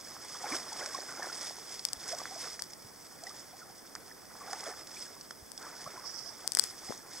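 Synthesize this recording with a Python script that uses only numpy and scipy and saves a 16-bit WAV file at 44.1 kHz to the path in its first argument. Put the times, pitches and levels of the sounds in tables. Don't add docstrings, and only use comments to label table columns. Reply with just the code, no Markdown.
import sys
import numpy as np
from scipy import signal
from scipy.io import wavfile
from scipy.ndimage import uniform_filter1d

SR = 44100
rng = np.random.default_rng(int(sys.argv[2]) if len(sys.argv) > 2 else 0)


def bounce(signal):
    frames = np.transpose(np.atleast_2d(signal))
    limited = np.clip(frames, -1, 1)
    pcm = np.round(limited * 32767).astype(np.int16)
    wavfile.write(sys.argv[1], SR, pcm)


N = 317520

# peak_s, spray_db, gurgle_db, rise_s, fall_s
BLADE_SPLASHES = [(0.33, -45.5, -75, 0.084, 0.1), (0.46, -48, -44.5, 0.033, 0.088),
                  (0.549, -38, -42.5, 0.1, 0.062), (0.84, -42.5, -46.5, 0.23, 0.28),
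                  (1.24, -51, -48, 0.41, 0.22), (1.47, -39.5, -57, 0.19, 0.061),
                  (1.74, -43.5, -69, 0.11, 0.089), (2.099, -42, -48, 0.12, 0.25),
                  (2.45, -40, -51, 0.14, 0.091), (3.27, -51, -57, 0.049, 0.33),
                  (4.39, -60, -54, 0.086, 0.2), (4.52, -46.5, -50, 0.098, 0.3),
                  (4.69, -51, -47, 0.18, 0.12), (4.98, -46, -62, 0.1, 0.14),
                  (5.621, -50.5, -50, 0.035, 0.81), (6.63, -40.5, -58, 0.064, 0.069),
                  (6.91, -44, -55, 0.082, 0.082), (7.15, -44, -56, 0.069, 0.23)]
# time_s, spray_db, gurgle_db
RUNOFF = [(0.0, -50.5, -55.5), (1.9, -50.5, -62.5), (2.8, -56.5, -64), (3.498, -57, -63), (5.2, -57, -63),
          (5.45, -58, -74.5), (6.8, -51, -64), (7.2, -79, -63)]
def stroke_envelope(column):
    splash, runoff = np.transpose(BLADE_SPLASHES), np.transpose(RUNOFF)
    trickle = gain_of(np.interp(np.arange(N) / SR, runoff[0], runoff[column]))
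    return np.hypot(trickle, swells(splash[0], splash[column], *splash[-2:]))

# frequency_hz, gain_db
SPRAY_SPECTRUM = [(1200, -0.5), (3000, 1.5), (6000, 1.5), (10000, -8), (16000, -13)]
def spray():
    rings = swarm(1908, 12610, cycles=(2.4, 27), per_s=120, spread_db=3.4)
    fizz = 1.84 * rng.standard_normal(N)
    ticks = 0.5 * unit_rms(grains(per_s=70, spread_db=1.4))
    droplets = colour(rings + fizz + ticks, SPRAY_SPECTRUM)
    clumps = flutter(ms=8.3, db=1) * flutter(ms=27, db=1.4)
    return unit_rms(from_creek([droplets, droplets])) * clumps * stroke_envelope(column=1)

# frequency_hz, gain_db
GURGLE_SPECTRUM = [(120, -25), (280, -3.5), (750, 0), (1500, -1.5), (2300, -7), (4000, -34.5)]
def gurgle():
    bubbles = swarm(252.7, 2744, cycles=(2.9, 14), per_s=80, spread_db=1.2)
    water = unit_rms(colour(bubbles, GURGLE_SPECTRUM)) + 0.7 * unit_rms(noise(GURGLE_SPECTRUM))
    return unit_rms(from_creek([water, water])) * stroke_envelope(column=2) * flutter(ms=25, db=1.9)

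# peak_s, level_db, pitch_hz
LARGE_BUBBLES = [(0.352, -43, 1170), (0.445, -34.5, 800), (0.459, -41, 480), (0.515, -34.5, 1150),
                 (0.525, -30.5, 2310), (0.527, -38, 248.6), (0.725, -40.5, 885), (0.818, -37, 1420),
                 (0.949, -32.5, 1050), (1.226, -34.5, 1740), (1.302, -40, 1430), (2.118, -42, 510),
                 (2.133, -30.5, 663), (2.202, -39.5, 1120), (2.315, -41.5, 740), (2.365, -40, 647),
                 (3.235, -43, 647), (3.268, -46, 743), (3.27, -36.5, 1920), (3.308, -43, 1180),
                 (3.535, -43.5, 712), (3.62, -46, 1410), (3.703, -49, 776), (4.113, -47, 1750),
                 (4.413, -41, 1134), (4.481, -38.5, 764), (4.532, -35.5, 749), (4.67, -36, 634),
                 (4.714, -43.5, 690), (4.968, -39.5, 2330), (5.065, -45, 1630), (5.67, -45, 1170),
                 (5.865, -37, 1115), (5.87, -43.5, 607), (5.98, -40.5, 1007), (6.045, -43, 1114),
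                 (6.265, -48, 636), (6.45, -44, 706)]
def plops():
    out = np.zeros(N)
    for s, db, hz in LARGE_BUBBLES:
        lag, detune = rng.uniform(-1.005, 1, 2)
        ring_ms = 19.5 * (hz / 1000) ** -0.8
        add(out, s - ring_ms / 3000, gain_of(db) * ring(hz, ring_ms))
        add(out, s + lag * ring_ms / 2000, gain_of(db - 6) * ring(hz * 1.15 ** detune, ring_ms))
    out *= flutter(ms=3, db=2.5)
    return from_creek([out, out])

# peak_s, level_db, pitch_hz
HULL_SLAPS = [(0.167, -33, 1110), (0.815, -35.5, 450), (0.988, -27.5, 650), (1.027, -35, 1400),
              (1.197, -27.5, 700), (1.244, -29, 870), (1.271, -31, 580), (1.509, -31.5, 690),
              (1.585, -35, 830), (2.217, -30, 750), (2.256, -22.5, 1530), (2.445, -29, 1450),
              (2.474, -32, 1360), (2.593, -29.5, 1750), (3.953, -29.5, 1170), (3.961, -31, 1650),
              (4.354, -36, 1040), (4.533, -25.5, 1340), (4.603, -35, 1700), (4.667, -32, 1600),
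              (5.309, -28.5, 1430)]
def slaps(cycles=2.2):
    out = np.zeros(N)
    for s, db, hz in HULL_SLAPS:
        add(out, s - cycles / hz / 3, gain_of(db) * ring(hz, 1000 * cycles / hz))
    return from_creek([out, out])

# start_s, level_db
DROP_IMPACTS = [(0.7294, -25.5), (0.86, -21.5), (1.345, -32), (1.7231, -33), (1.7932, -26), (1.8865, -27.5),
                (2.125, -29), (2.186, -27.5), (2.5945, -26), (2.638, -33), (2.705, -35), (2.734, -33),
                (3.2373, -31.5), (3.269, -36), (3.293, -33), (3.952, -30), (4.531, -26), (4.606, -31.5),
                (4.638, -30.5), (4.871, -30), (5.2105, -33), (5.308, -30), (5.577, -29), (5.626, -37),
                (7.158, -38)]
def drops():
    ticks = colour(cracks(*np.transpose(DROP_IMPACTS), tail_ms=3.1, tail_db=-5.5), SPRAY_SPECTRUM)
    return from_creek([ticks, ticks])

# start_s, crack_db, knock_db
STALK_SNAPS = [(1.8518, 3, -33), (1.9323, -3, -29.5), (2.622, -2.5, -25), (5.5182, -13.5, -35),
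               (6.4767, 1.5, -28), (6.5204, -2.5, -41), (6.534, -15, -45), (6.5503, 3, -43),
               (6.5713, 2, -11.5), (6.5885, -5, -23), (6.5893, -1, -32), (6.5957, 14, -18),
               (6.6391, -2, -25)]
def snaps(shadow_db=-36):
    s, db, knock_db = np.transpose(STALK_SNAPS)
    knock = knocks(s, knock_db, hz=1900)
    left = cracks(s, db, tail_ms=0.72, tail_db=-24.5) + knock
    right = cracks(s, db + shadow_db, tail_ms=0.56, tail_db=-2) + 0.03 * knock
    return ports([left, right])

# frequency_hz, gain_db
CRACK_SPECTRUM = [(1500, -8.5), (4500, 2.5), (10000, -0.5), (16000, -12)]
def cracks(times, db, tail_ms, tail_db):
    out, t = np.zeros(N), np.arange(400) / SR
    for s, level in zip(times, gain_of(db)):
        tail = gain_of(tail_db) * rng.standard_normal(len(t)) * np.exp(-1000 * t / tail_ms)
        add(out, s, level * ((t == 0) + tail))
    return colour(out, CRACK_SPECTRUM)

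def knocks(times, db, hz):
    out, t = np.zeros(N), np.arange(400) / SR
    blow = np.sin(2 * np.pi * hz * t) * np.exp(-1.2 * hz * t)
    for s, level in zip(times, gain_of(db)):
        add(out, s, level * blow / blow.max())
    return out

# peak_s, level_db
BLADE_DRAGS = [(6.072, -38), (6.145, -42), (6.19, -40.5), (6.28, -43)]
def brush():
    rasp = stereo(lambda: swarm(4800, 5800, cycles=(4, 9), per_s=150, spread_db=1.5), correlation=0.64)
    envelope = swells(*np.transpose(BLADE_DRAGS), rise_s=0.029, fall_s=0.044)
    return unit_rms(from_creek(rasp * gain_of([[-3], [3]]))) * envelope * flutter(ms=7.1, db=1.2)

# peak_s, level_db
GRASS_STEPS = [(6.62, -46.5), (7.17, -57)]
def rustle():
    def blades():
        ticks = unit_rms(grains(per_s=820, spread_db=1.6))
        crackle = colour(ticks + 0.5 * rng.standard_normal(N), CRACK_SPECTRUM)
        return crackle - np.roll(crackle, 1)
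    grass = ports(stereo(blades, correlation=0.2) * gain_of([[4], [-4]]))
    envelope = swells(*np.transpose(GRASS_STEPS), rise_s=0.057, fall_s=0.14)
    return unit_rms(grass) * envelope * flutter(ms=9, db=2)

# start_s, level_db, pitch_hz, left_minus_right_db
BODY_BUMPS = [(1.965, -51, 65.4, 0), (2.846, -48.5, 110, 0), (5.422, -49.5, 75, -1), (5.865, -46, 134, 0),
              (6.896, -40, 227, 20), (6.906, -34, 486, 24), (6.923, -39, 1070, 33)]
def bumps():
    out = np.zeros((2, N))
    for s, db, hz, pan_db in BODY_BUMPS:
        gains = gain_of([[db + pan_db / 2], [db - pan_db / 2]])
        add(out, s, gains * ring(hz, 1500 / hz, climb_hz_per_ms=0))
    return out

# frequency_hz, gain_db
AIR_SPECTRUM = [(30, -3), (200, -1.5), (1000, -8), (2500, -16.5), (6000, -23.5), (12000, -16)]
def air():
    wash = stereo(lambda: noise(AIR_SPECTRUM), correlation=0.38)
    return gain_of(-55.5) * unit_rms(ports(wash)) * flutter(ms=120, db=0.26)

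def from_creek(pair):
    return ports([np.roll(pair[0], 1), pair[1]])

# frequency_hz, left_db, right_db
PORT_RESPONSE = [(30.4, -18, -11), (215, -6.5, -2), (2090, -2, -2), (2845, -9, -15), (3394, -2, -1),
                 (4110, -8, -13), (4554, 4, 2.5), (5185, 5, 11.5), (6150, -1, 4), (7420, 2, 1),
                 (7640, -0.5, -10), (7820, 8, 9), (8480, 5, 4), (10200, 2, -2), (12240, -4, -2.5)]
def ports(pair):
    return np.array([colour(x, PORT_RESPONSE, column=k + 1) for k, x in enumerate(pair)])

def ring(hz, ms, climb_hz_per_ms=4.57):
    age = np.arange(round(2 * ms * SR / 1000)) / (ms * SR / 1000)
    envelope = (3 * age * np.exp(1 - 3 * age)) ** 2
    pitch_hz = hz + climb_hz_per_ms * ms * (np.minimum(age, 1) - 0.25)
    return envelope * np.sin(2 * np.pi * np.cumsum(pitch_hz) / SR)

def swarm(low_hz, high_hz, cycles, per_s, spread_db):
    out = np.zeros(N)
    for hz, count in zip(np.geomspace(low_hz, high_hz, 24), rng.uniform(*cycles, 24)):
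        tone = ring(hz, 1000 * count / hz)
        out += signal.oaconvolve(grains(per_s, spread_db), tone * hz ** 0.5 / np.linalg.norm(tone))[:N]
    return unit_rms(out)

def grains(per_s, spread_db):
    size = gain_of(spread_db * np.minimum(rng.exponential(1, N), 4)) * rng.standard_normal(N)
    return size * (rng.random(N) < per_s / SR)

def swells(times, db, rise_s, fall_s):
    samples = np.arange(0, N + 64, 64)
    t = samples[:, None] / SR - times
    level_db = db - 10 * np.maximum(-t / rise_s, t / fall_s)
    return np.interp(np.arange(N), samples, np.sqrt(gain_of(2 * level_db).sum(1)))

def flutter(ms, db):
    size = round(ms * SR / 1000)
    return gain_of(db * unit_rms(uniform_filter1d(uniform_filter1d(rng.standard_normal(N), size), size)))

def stereo(make, correlation):
    left, other = make(), make()
    return np.array([left, correlation * left + np.sqrt(1 - correlation ** 2) * other])

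def noise(spectrum):
    return colour(rng.standard_normal(N), spectrum)

def colour(x, points, column=1):
    table, hz = np.array(points), abs(np.fft.fftfreq(4096, 1 / SR))
    log_gain = np.log(gain_of(np.interp(np.log(hz + 1), np.log(table[:, 0] + 1), table[:, column])))
    taps = np.fft.ifft(np.exp(np.conj(signal.hilbert(log_gain)))).real[:2048]
    return signal.oaconvolve(x, taps)[:len(x)]

def gain_of(db):
    return 10 ** (np.asarray(db) / 20)

def unit_rms(x):
    return x / np.sqrt(np.mean(x ** 2) + 1e-20)

def add(mix, start_s, sound):
    part = mix[..., max(round(start_s * SR), 0):][..., :sound.shape[-1]]
    part += sound[..., :part.shape[-1]]

def scene():
    paddling = spray() + gurgle() + plops() + slaps() + drops()
    return paddling + snaps() + brush() + rustle() + bumps() + air()

# frequency_hz, gain_db
HISS_SPECTRUM = [(25, 0), (90, 9), (400, 11.5), (2000, 1), (6000, -49), (16000, -6)]
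def record(dry):
    hiss = np.array([unit_rms(noise(HISS_SPECTRUM)) for _ in dry]) * gain_of([[-60], [-58]])
    low_pass = signal.firwin(511, 15750, window=("kaiser", 9), fs=SR)
    return signal.oaconvolve(np.clip(dry + hiss, -1, 1), low_pass[None], "same")

dry = scene()
out = record(dry)
bounce(out)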